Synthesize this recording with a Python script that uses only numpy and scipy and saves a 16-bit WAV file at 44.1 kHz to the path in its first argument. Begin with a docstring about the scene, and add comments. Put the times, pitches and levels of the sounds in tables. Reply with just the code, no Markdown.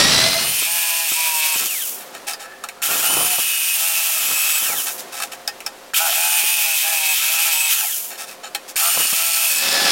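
"""An electric drill pushes a stepped bit through a steel sheet on a bench, in four spells close to the microphone.
One tooth rate drives its whine, rattle and growl; it spins up, sags each time a step bites, and coasts down.
The cutting edge grinds in noise that rings the sheet, and twice it sticks and slips in a gliding screech.
In the pauses the sheet is slid about in grains of noise and the bit is set down on it in ringing taps.
Behind lie gusts of cooling air on the microphone, open air and the wavering hum of a distant machine."""
import sys
import numpy as np
from scipy import signal
from scipy.fft import rfft, irfft, next_fast_len
from scipy.io import wavfile
from scipy.ndimage import uniform_filter1d

SR = 44100
rng = np.random.default_rng(int(sys.argv[2]) if len(sys.argv) > 2 else 0)


def output_pcm(signal):
    """Save a mono or channel-first signal as 16-bit PCM at the path in sys.argv[1].

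    Samples are clipped to [-1, 1] before scaling.
    """
    pcm = np.clip(np.atleast_2d(signal).T, -1, 1) * 32767
    wavfile.write(sys.argv[1], SR, np.round(pcm).astype(np.int16))


N = 437031

TIME = np.arange(N) / SR
PADDED = next_fast_len(N + SR // 4, real=True)
FREQ = np.maximum(np.arange(PADDED // 2 + 1) * SR / PADDED, 1)


def undb(db):
    """Decibels to gain."""
    return np.exp(np.asarray(db) * np.log(10) / 20)


def unit(x):
    """Scale to an rms of 1."""
    return x / np.sqrt(np.mean(x ** 2))


def noise():
    """White noise."""
    return rng.standard_normal(N)


def walk(rate):
    """Random drift with a spread near 1, aiming at a new value rate times a second."""
    steps = rng.standard_normal(N // 8)
    return 1.2 * np.interp(TIME * rate, np.arange(len(steps)), steps)


def grains(rate, spread_db):
    """Random tiny impacts, rate per second, a few much larger than the rest."""
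    struck = rng.random(N) < rate / SR
    size_db = spread_db * np.minimum(rng.exponential(size=N), 4)
    return unit(noise() * struck * undb(size_db))


def curves(rows):
    """The columns of a timed table, gliding from row to row."""
    s, *columns = np.transpose(rows)
    return [np.interp(TIME, s, c) for c in columns]


def during(rows):
    """1 while a timed table lasts, with soft edges."""
    lasting = (TIME >= rows[0][0]) & (TIME <= rows[-1][0])
    return uniform_filter1d(1. * lasting, size=256)


def held(rows):
    """The columns of an event table, each value kept until the next event."""
    table = np.array(rows, float)
    latest = np.maximum(np.searchsorted(table[:, 0], TIME) - 1, 0)
    return table[latest].T


def eased(x):
    """Round off the jumps of a control."""
    return uniform_filter1d(x, size=2048)


def swell(s, width, power):
    """A rise and fall around a moment: pointed at power 1, round at 2."""
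    out, near = np.zeros(N), np.abs(TIME - s) < 10 * width
    out[near] = np.exp(-np.abs((TIME[near] - s) / width) ** power)
    return out


def colour(points):
    """Response through (f/Hz, level/dB) points."""
    hz, db = np.transpose(points)
    return undb(np.interp(np.log(FREQ), np.log(hz), db))


def resonance(hz, width):
    """Response of one damped mode."""
    return 1 / (1 + 1j * (FREQ / hz - hz / FREQ) * hz / width)


def peak(hz, centre, width):
    """Gain of a resonance for a gliding tone."""
    return 1 / np.hypot(1, 2 * (hz - centre) / width)


def through(x, response):
    """Filter a sound."""
    return irfft(rfft(x, PADDED) * response, PADDED)[:N]


def in_band(x, lo, hi):
    """Scale a steady sound to an rms of 1 between two frequencies."""
    return x / np.std(through(x, (FREQ > lo) & (FREQ < hi)))


def turning(hz):
    """Phase of something that turns at hz."""
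    return 2 * np.pi * np.cumsum(hz) / SR


def loudness(x):
    """Running mean of the absolute level, over about 0.1 s."""
    return uniform_filter1d(np.abs(x), size=4096)


# spectrum of the open air: f/Hz, relative level/dB
YARD = [(25, -36), (100, -17.5), (220, -0.5), (600, 4.5), (1100, 1), (2200, -4), (5000, -8), (11000, -12.5),
        (15800, -17)]
# hum of the distant machine: f/Hz, level/dB, both wavering
HUM = [(387, -55), (528, -49), (712, -49.5)]


def yard():
    """Open air is broad noise, drifting slowly and a little wide; a distant machine hums in unsteady tones."""
    mid, side = (unit(through(noise(), colour(YARD))) * undb(1.5 * walk(3.2)) for _ in range(2))
    side = through(side, colour([(150, -16.5), (3000, -39.5)]))
    hum = sum(undb(db + 2 * walk(2.02)) * np.sin(turning(hz + 2 * walk(9))) for hz, db in HUM)
    return undb(-40.5) * (mid + side * np.array([[1], [-1]])) + hum


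# spectrum of low thumps and wind rumble: f/Hz, relative level/dB
BUFFET = [(25, -39), (60, -17), (130, -8), (260, -2), (500, 0.5), (900, -1), (1300, 1.5), (2200, -57)]
# cooling air from the drill gusts over the microphone: t/s of the peak, rise and fall/s, level/dB before flurry
GUSTS = [(.05, 0.29, -31.5), (1.635, 0.039, -34), (2.94, 0.067, -31), (3.18, 0.097, -28),
         (4.31, 0.061, -38), (4.73, 0.081, -35), (8.99, 0.052, -30.5)]
# rise and fall at which the gust's level applies in full to the deep rumble, before its trim
DEEP_GUST_S = 0.17


def buffeting():
    """Gusts rumble on the microphone, different left and right; the longer, the deeper."""
    mid, side = (unit(through(noise() + grains(rate=150, spread_db=0.5), colour(BUFFET))) for _ in range(2))
    side = through(side, colour([(120, -12.0), (300, 1.5), (1000, -6.0)]))
    gusts = sum(undb(db) * swell(s, width, power=1.16) for s, width, db in GUSTS)
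    low = colour([(20, -16), (60, -8), (130, 0), (300, -7), (1000, -69)])
    deep = np.array([unit(through(noise(), low)) for _ in range(2)])
    lasting = sum(undb(db) * swell(s, width, power=1.43) * (width / DEEP_GUST_S) ** 2 for s, width, db in GUSTS)
    flurry = undb(2 * walk(90))
    return flurry * (gusts * (mid + side * np.array([[1], [-1]])) + undb(-3.5) * lasting * deep)


# modes of the sheet: f/Hz, width/Hz, relative level/dB
SHEET = [(694, 33, 2.5), (816, 28, 4.5), (1323, 41, 4), (1530, 32, 0.5), (1674, 68, -0.5), (1834, 19, 4.5),
         (2337, 55, -2.5), (2540, 23, 3.5), (2592, 170, 1), (3085, 39, 2), (3710, 240, -6), (4350, 110, -1),
         (5420, 190, -7), (7010, 170, -0.5), (8100, 1600, -14.5)]


def sheet_response():
    """The sheet answers with its damped modes, of alternating sign."""
    return sum((-1) ** k * undb(db) * resonance(hz, width) for k, (hz, width, db) in enumerate(SHEET))


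# the sheet slides on the bench: t/s, length/s, level/dB at the height of the push, grit hiss over ring/dB
SLIDES = [(1.999, 0.056, -37, -10), (2.139, 0.065, -35, -8), (2.267, 0.091, -23.5, -1),
          (2.394, 0.082, -32, -5), (4.79, 0.045, -25, 3), (4.856, 0.084, -24.5, 4),
          (4.977, 0.065, -30.5, 21), (5.12, 0.18, -30, 1.5), (5.215, 0.049, -26, -3),
          (5.316, 0.048, -30, -3), (8.102, 0.086, -34, -10), (8.176, 0.1, -28, 3), (8.268, 0.1, -34.5, -1),
          (8.432, 0.065, -29.5, -20), (8.679, 0.052, -31.5, 11)]


def slides(sheet):
    """Grit catches under the sheet as it is pushed along."""
    grit = noise() + grains(rate=1100, spread_db=2.5)
    ring, hiss = unit(through(grit, sheet)), unit(through(grit, resonance(6100, 7000)))
    out = 0
    for s, length, db, hiss_db in SLIDES:
        push = np.sin(np.pi * np.sqrt(np.clip((TIME - s) / length, 0, 1)))
        out += undb(db) * push * unit(ring + undb(hiss_db) * hiss)
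    return out


def blow(s, db, t60, hold=0.0032):
    """A burst of contact noise: it builds over hold seconds, then falls 60 dB in t60 seconds."""
    out, now = np.zeros(N), (TIME > s) & (TIME < s + hold + 2 * t60)
    age = TIME[now] - s
    envelope = np.minimum(age / hold, 1) * np.exp(-np.log(1000) * np.maximum(age - hold, 0) / t60)
    out[now] = undb(db) * envelope * rng.standard_normal(SR)[:len(age)]
    return out


# the bit taps the sheet: t/s, contact level/dB before filtering, ring f/Hz
TAPS = [(2.333, -20.5, 4940), (2.637, -19.5, 1340), (2.686, -22, 2286), (4.8678, -19.5, 3003),
        (5.1993, -20, 1280), (5.318, -31, 2900), (5.475, -13, 5100), (5.603, -26.5, 2300),
        (5.662, -16, 5240), (8.547, -14.5, 4250), (8.548, -18, 3160), (8.762, -17, 2960)]
TAP_WIDTH_HZ = 190


def taps(sheet):
    """The tip lands: a crack, a short ring, then the sheet buzzes against the bench."""
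    out, contact = 0, 0
    for s, db, hz in TAPS:
        hit = blow(s, db, t60=0.008, hold=0.0023) + blow(s, db - 6.5, t60=0.089)
        out += undb(14) * through(hit, resonance(hz, TAP_WIDTH_HZ))
        contact += hit
    out += undb(8.0) * through(contact, sheet)
    return out + undb(-5.5) * through(contact, resonance(7400, 14000))


# the sheet bumps the bench as the bit grabs or breaks through: t/s, contact level/dB before filtering
BUMPS = [(.446, -21.5), (.617, -22.5), (1.116, -21.5), (1.557, -24), (2.911, -26), (3.103, -22),
         (3.166, -20), (3.205, -15.5), (3.243, -22), (3.382, -18.5), (4.302, -28), (4.624, -25),
         (4.695, -23), (4.716, -33), (4.797, -30), (6.433, -26), (8.966, -22), (9.125, -19.5)]


def bumps():
    """Sheet and bench knock together in dull, short bursts of low noise."""
    contact = sum(blow(s, db, t60=0.07) for s, db in BUMPS)
    return undb(6.5) * through(contact, colour(BUFFET))


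# the sheet judders under the bit or on the bench: t/s of the peak, rise and fall/s, level/dB before trims, howl f/Hz
CHATTER = [(2.5, 0.13, -38.5, 1730), (2.92, 0.064, -26.5, 1382), (3.069, 0.066, -27, 1403),
           (4.74, 0.027, -30, 800), (6.096, 0.037, -26, 689), (6.9, 0.045, -29, 1708),
           (7.832, 0.042, -32, 843), (9.832, .12, -25.5, 785)]
# rate at which the howl flutters, and trims of the sheet's rattle and of the howl
CHATTER_WIDTH_HZ, CHATTER_SHEET_DB, HOWL_DB = 120, -3.5, -1.5


def chatter(sheet):
    """The bit rattles against the rim of the hole and sets one mode of the sheet howling."""
    knocks = noise() + grains(rate=670, spread_db=7.0)
    body = undb(CHATTER_SHEET_DB) * unit(through(knocks, sheet * colour([(1500, -3), (4000, -15)])))
    strength = undb(HOWL_DB + 2.0 * walk(CHATTER_WIDTH_HZ))
    wander = 1.2 * walk(CHATTER_WIDTH_HZ) + 1.7 * walk(15)
    out = 0
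    for s, width, db, hz in CHATTER:
        howl = strength * np.sin(2 * np.pi * hz * TIME + wander)
        out += undb(db) * swell(s, width, power=1.24) * (howl + body)
    return out


# the edge sticks and slips, one list a screech: t/s, slip rate f/Hz, level/dB before trims
SCREECH = [
    [(0, 1836, -11.5), (.09, 1940, -13), (.2, 2015, -13.5), (.3, 2055, -17), (.42, 2086, -21),
     (.6, 2110, -35)],
    [(9.5, 1743, -35), (9.62, 1727, -22), (9.72, 1738, -17.5), (9.8, 1725, -17.5), (9.84, 1718, -15),
     (9.91, 1703, -13.5)],
]
# spectrum of the scraping: f/Hz, relative level/dB
RASP = [(40, -45), (100, -47), (150, -4), (350, -3), (620, -2), (900, -2.5), (1900, 0), (3000, 1.5),
        (4100, 3.5), (5400, 4), (6400, -5), (8000, -6.5), (11000, -8.5), (15000, -36)]
# resonance of the bit, which lifts the octave of the screech into pulsing bursts
BIT_HZ, BIT_WIDTH_HZ, BIT_DB = 4080, 540, 11


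def screech(rows, mesh, sheet):
    """Stick-slip makes a rough squeal over a hard rasp; every second tooth jolts the bit into ringing."""
    hz, db = curves(rows)
    slip = turning(hz * (1 + 0.0055 * walk(250)))
    jolt = np.cos(mesh / 2 + 0.4 * walk(40))
    partials = [(1, 2.0), (2, -4.5), (3, 0.0), (4, -2.0)]  # multiple, level/dB
    squeal = sum(undb(d + 2.6 * walk(50)) * np.sin(k * slip) for k, d in partials)
    # an undertone below the slip rate
    squeal += undb(-5.0 + 5.4 * walk(30)) * np.sin(.319 * slip + 0.3 * walk(60))
    lift = undb(BIT_DB) * peak(2 * hz, BIT_HZ, BIT_WIDTH_HZ) ** 2
    bursts = lift * (1 + jolt) / 2 * np.sin(2 * slip + walk(110))
    scraping = noise() + 0.42 * grains(rate=1100, spread_db=3.0)
    scraping *= undb(1.3 * walk(110)) * (1 + 0.12 * jolt)
    rasp = unit(through(scraping, colour(RASP))) + undb(-18) * unit(through(noise(), sheet))
    tone = squeal * (1 + 0.15 * jolt) + 1.05 * bursts
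    return during(rows) * undb(db) * (undb(-13.0) * tone + undb(-1.5) * rasp)


# spells of drilling, one hole each: trigger pulled t/s, trigger released t/s, then levels/dB before trims and
# drive: rush of air, gear rattle against the air, ring of the gear case, run-down whistle, high ring of the sheet
SPELLS = [(-.5, 1.618, -23, 1, -33.5, -28, -31), (2.818, 4.58, -22, -5, -28.5, -26, -44),
          (5.935, 7.725, -22, 1.5, -26.5, -29.5, -41), (8.757, 10.08, -21.5, -4.5, -24.5, -41, -26)]
# the tip or the next step of the bit meets the metal, or the load eases: t/s, sag f/Hz, cutting speed f/Hz,
# extra speed while the cut is shallow f/Hz, grinding level/dB before its trim
STEPS = [(-.02, 4, 149.5, -2, -36), (.23, 0, 174.3, 0, -38), (.489, 0, 182, 0, -49),
         (0.619, 30.5, 167, 6, -52), (1.099, 23.5, 156.9, 8, -40), (1.585, 40, 157, 3, -29.5),
         (2.82, 0, 173, 0, -28), (2.96, 84, 181.4, .5, -30), (3.372, 8, 171.2, 2.5, -38),
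         (3.781, 5, 164.1, 1.5, -33), (4.205, 27, 154.6, .5, -31.5), (4.633, 36.5, 150.5, 0, -15),
         (5.936, 0, 169.3, .5, -32), (6.1, 74, 173.6, 1, -30), (6.413, 15, 163.1, 12.5, -43),
         (6.786, 25, 155.4, 10.5, -45), (7.165, 36, 165, -4, -29.5), (7.53, 6, 155.6, .5, -38),
         (7.72, 37.5, 152, 0, -23), (8.757, 0, 172.5, 0, -26.5), (9.117, 12, 166, 2, -35),
         (9.521, 13, 156.3, 0, -30)]
# speeds are gear teeth per second; time constants of spin-up, the fall into a snag, recovery and the shallow cut
SPIN_UP_S, SNAG_S, RECOVER_S, SHALLOW_S = .024, .016, .045, .2
# released, it coasts down against air drag and brush friction
COAST_FROM_HZ, COAST_S, FRICTION_HZ = 155, .26, 15


def motor_speed():
    """Tooth rate and share of drive: it spins up, snags on each step, shifts while the cut is shallow, coasts."""
    pulled, released = held(SPELLS)[:2]
    start, _, cutting_speed, extra = held(STEPS)[:4]
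    shallow = np.exp(-((TIME - start) / SHALLOW_S) ** 4)
    cruise = eased(cutting_speed + extra * shallow)
    snags = sum(sag * np.exp(-np.maximum((s - TIME) / SNAG_S, (TIME - s) / RECOVER_S)) for s, sag, *_ in STEPS)
    driven = (cruise - snags) * (1 - np.exp(-(TIME - pulled) / SPIN_UP_S))
    slowing = (COAST_FROM_HZ + FRICTION_HZ) * np.exp((released - TIME) / COAST_S) - FRICTION_HZ
    coasting = np.maximum(slowing, 0)
    drive = np.exp(-np.maximum(TIME - released, 0) / 0.097) * np.minimum((TIME - pulled) / 0.0013, 1)
    return np.minimum(driven, coasting), drive


def cutting(drive, sheet):
    """Chips tear off the edge in quick uneven spurts and ring the sheet."""
    tearing = (noise() + 1.4 * grains(rate=650, spread_db=1.5)) * undb(2 * walk(70))
    ring = through(tearing, sheet * colour([(600, -7.5), (1400, 5.5), (3000, -2.5), (9000, 11)]))
    grind = drive * undb(eased(held(STEPS)[-1]))
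    return undb(-7) * grind * in_band(ring, 1150, 2000)


# high modes of the sheet: f/Hz, width/Hz
HIGH_SHEET_MODES = [(4450, 280), (5270, 300), (7010, 310), (8700, 1100)]


def high_sheet_ring(drive):
    """Chips snap off the edge and ring the sheet's high modes."""
    ring_db = held(SPELLS)[6]
    snaps = grains(rate=900, spread_db=2) * undb(2 * walk(40))
    modes = sum(resonance(hz, width) ** 2 for hz, width in HIGH_SHEET_MODES)
    return drive * undb(ring_db) * unit(through(snaps, modes))


# the seated bit growls: from t/s, to t/s, low sheet mode f/Hz, its level/dB, high mode f/Hz, its level/dB,
# half harmonics relative level/dB
GROWLS = [(-.1, .54, 660, -40, 1530, -44, -12), (.66, 1.08, 912, -32.5, 1710, -34.5, -25),
          (1.16, 1.56, 975, -30, 1630, -41, -27), (3.02, 3.36, 789.6, -31.5, 1430, -40, -6),
          (3.77, 4.61, 853, -44.5, 1291, -39, -28), (5.99, 6.08, 810, -23, 1398, -28, -8),
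          (6.16, 6.41, 796.6, -29, 1520, -32, -7), (6.44, 6.76, 832, -35.5, 1453, -41, -19),
          (6.83, 7.14, 844, -31, 1672, -41, -33), (7.23, 7.71, 869, -35.5, 1395, -44, -21),
          (8.8, 8.91, 728, -28, 1310, -24, -9), (9.14, 9.51, 806, -39, 1342, -37, -28)]
# the sheet lifts the gear harmonics near its modes, and one steady mode where it lies on the bench
GROWL_WIDTH_HZ, BENCH_HZ, BENCH_WIDTH_HZ, BENCH_DB = 156, 655, 68, -43.5
TEETH_PER_TURN, THROB = 14, .25


def growl(mesh, speed):
    """Gear teeth shake the seated bit on the sheet, throbbing once a turn; a hopping bit adds half harmonics."""
    seated = eased(1. * (TIME < held(GROWLS)[1]))
    low_hz, low_db, high_hz, high_db, hop_db = map(eased, held(GROWLS)[2:])
    modes = [(low_hz, GROWL_WIDTH_HZ, undb(low_db)),
             (high_hz, GROWL_WIDTH_HZ, undb(high_db)),
             (BENCH_HZ, BENCH_WIDTH_HZ, undb(BENCH_DB))]
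    out, wobble = 0, walk(60)
    for k in np.arange(4, 12, .5):
        gain = sum(size * peak(k * speed, hz, width) ** 2 for hz, width, size in modes)
        flutter = undb(2 * walk(12) + (hop_db if k % 1 else 0))
        out += gain * flutter * np.sin(k * (mesh + .05 * wobble))
    return out * seated * (1 + THROB * np.cos(mesh / TEETH_PER_TURN))


# the narrow metallic ring of the case builds up from each pull of the trigger, as the bit sinks in
CASE_HZ, CASE_WIDTH_HZ, CASE_BUILD_S = 2576, 72, 0.39


def case_ring(mesh, speed, drive):
    """The teeth ring the main mode of the gear case: the nearest harmonics stand out of a narrow sizzle."""
    pulled, ring_db = held(SPELLS)[[0, 4]]
    teeth = sum(peak(k * speed, CASE_HZ, CASE_WIDTH_HZ) ** 2 * np.sin(k * mesh + .7 * walk(70))
                for k in range(14, 21))
    sizzle = unit(through(noise(), resonance(CASE_HZ, CASE_WIDTH_HZ) ** 2))
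    build = 1 - np.exp(-((TIME - pulled) / CASE_BUILD_S) ** 2)
    return drive * build * undb(ring_db + 1.0 * walk(12)) * (undb(-3.5) * teeth + undb(-5.0) * sizzle)


# spectrum of air and rattle: f/Hz, relative level/dB
RUSH = [(300, -58), (700, -11), (1300, -8), (2050, -3), (2500, 2), (3100, 3), (4100, -4.5), (5500, 0),
        (8500, 0), (10000, 1.5), (12500, 3), (15800, 0)]
# modes of the gear case: f/Hz, width/Hz, relative level/dB
CASE = [(2537, 140, 0.5), (3120, 250, -4.5), (3634, 120, -1)]
# the hiss starts a little louder at each pull of the trigger and settles
SURGE_DB, SURGE_S = 1.5, 0.15
# tooth rate around which the rush fades out
CRAWL_HZ = 36.8


def motor_rush(mesh, speed, drive):
    """Cooling air and sparking brushes hiss; the gear train rattles in the housing, repeating every second tooth."""
    pulled, _, rush_db, rattle_db = held(SPELLS)[:4]
    hiss = noise() + 0.65 * grains(rate=2500, spread_db=-2.0)
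    hiss = unit(hiss) * (1 + 0.11 * np.cos(mesh)) * undb(1.1 * walk(45))
    cycle = rng.standard_normal(512)
    place = mesh / (4 * np.pi) * len(cycle)
    rattle = np.interp(place, np.arange(len(cycle)), cycle, period=len(cycle))
    case = undb(-5.5) * resonance(2900, 2000) + sum(undb(db) * resonance(hz, width) for hz, width, db in CASE)
    rattle = through(rattle * undb(2 * walk(25)), case)
    surge = undb(SURGE_DB * np.exp((pulled - TIME) / SURGE_S))
    air = through(hiss, 1 - 0.22 * resonance(1960, 1450)) * surge
    rush = in_band(through(air + undb(rattle_db) * drive * rattle, colour(RUSH)), 9800, 15500)
    # coasting leaves mostly the thin hiss of the brushes
    brushes = through(rush, colour([(2500, -9.5), (5000, -5.0), (7000, -1.5)]))
    moving = speed ** 3 / (speed ** 3 + CRAWL_HZ ** 3)
    return undb(rush_db) * (drive * rush + (1 - drive) * brushes) * moving


# cycles of the fan and commutator tones per gear tooth
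FAN_ORDER, COMMUTATOR_ORDER = 16.72, 52
# the commutator whine away from any resonance, before its flutter
WHINE_DB = -33.5
# resonances of the housing, which the fan and commutator tones glide through: f/Hz, width/Hz, level/dB
HOUSING = [(2581.4, 58, -21.5), (2945, 170, -24), (8020, 159.5, -30), (9070, 270, -28.5), (9310, 220, -24)]
# whistles of the coasting armature: multiple of the tooth rate, resonance f/Hz, width/Hz, relative level/dB
ARMATURE = [(COMMUTATOR_ORDER / 2, 2670, 2040, 0), (COMMUTATOR_ORDER, 3200, 870, 1)]


def housing(hz):
    """Gain of the housing for a gliding tone: the powers of its resonances add."""
    return np.sqrt(2 * sum((undb(db) * peak(hz, centre, width)) ** 2 for centre, width, db in HOUSING))


def motor_tones(mesh, speed, drive):
    """Fan and commutator sing, locked to one shaft; the armature whistles as it coasts through resonances."""
    fan = drive * housing(FAN_ORDER * speed)
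    whine = drive * np.hypot(housing(COMMUTATOR_ORDER * speed), undb(WHINE_DB))
    # gear play shakes the fan tone once a tooth
    shake = undb(2 * walk(30) - 6) * (1 + .5 * np.cos(mesh))
    out = fan * shake * np.sin(FAN_ORDER * mesh + .25 * walk(90))
    # the brushes bounce, so the thin whine is rough and comes and goes
    bounce = undb(2 * walk(150) + 1.5 * walk(20) + .5)
    out += whine * bounce * np.sin(COMMUTATOR_ORDER * mesh + .6 * walk(350))
    whistle_db = held(SPELLS)[5]
    for order, hz, width, db in ARMATURE:
        sings = (1 - drive ** 4) * peak(round(order) * speed, hz, width) ** 4
        out += undb(whistle_db + db) * sings * np.sin(round(order) * (mesh + .037 * walk(200)))
    return out


# mean level of the screech at which the gain control turns the drill down by 3 dB
DUCK_DB = -26.5


def scene():
    """Drill, sheet and bench in front of the microphone, with gain control among them."""
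    speed, drive = motor_speed()
    mesh = turning(speed * (1 + 0.001517 * walk(35)))  # phase of the gear teeth
    sheet = sheet_response()
    squeal = sum(screech(rows, mesh, sheet) for rows in SCREECH)
    drill = motor_tones(mesh, speed, drive) + motor_rush(mesh, speed, drive) + case_ring(mesh, speed, drive)
    drill += cutting(drive, sheet) + growl(mesh, speed) + high_sheet_ring(drive)
    # the gain control turns the drill down under the screech, and the surroundings under any loud near sound
    ducked_drill = drill / np.hypot(1, loudness(squeal) / undb(DUCK_DB))
    near = ducked_drill + squeal + chatter(sheet) + slides(sheet) + taps(sheet) + bumps()
    ducked_yard = yard() / (1 + (loudness(near) / 0.063) ** 2)
    return near + buffeting() + ducked_yard


TOP_HZ = 15950


def record(dry):
    """The microphone rounds the highest peaks and cuts the top."""
    rounded = np.tanh(.6 * dry) / .6
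    return signal.sosfilt(signal.ellip(12, .1, 80, TOP_HZ, fs=SR, output="sos"), rounded)


dry = scene()
out = record(dry)
output_pcm(out)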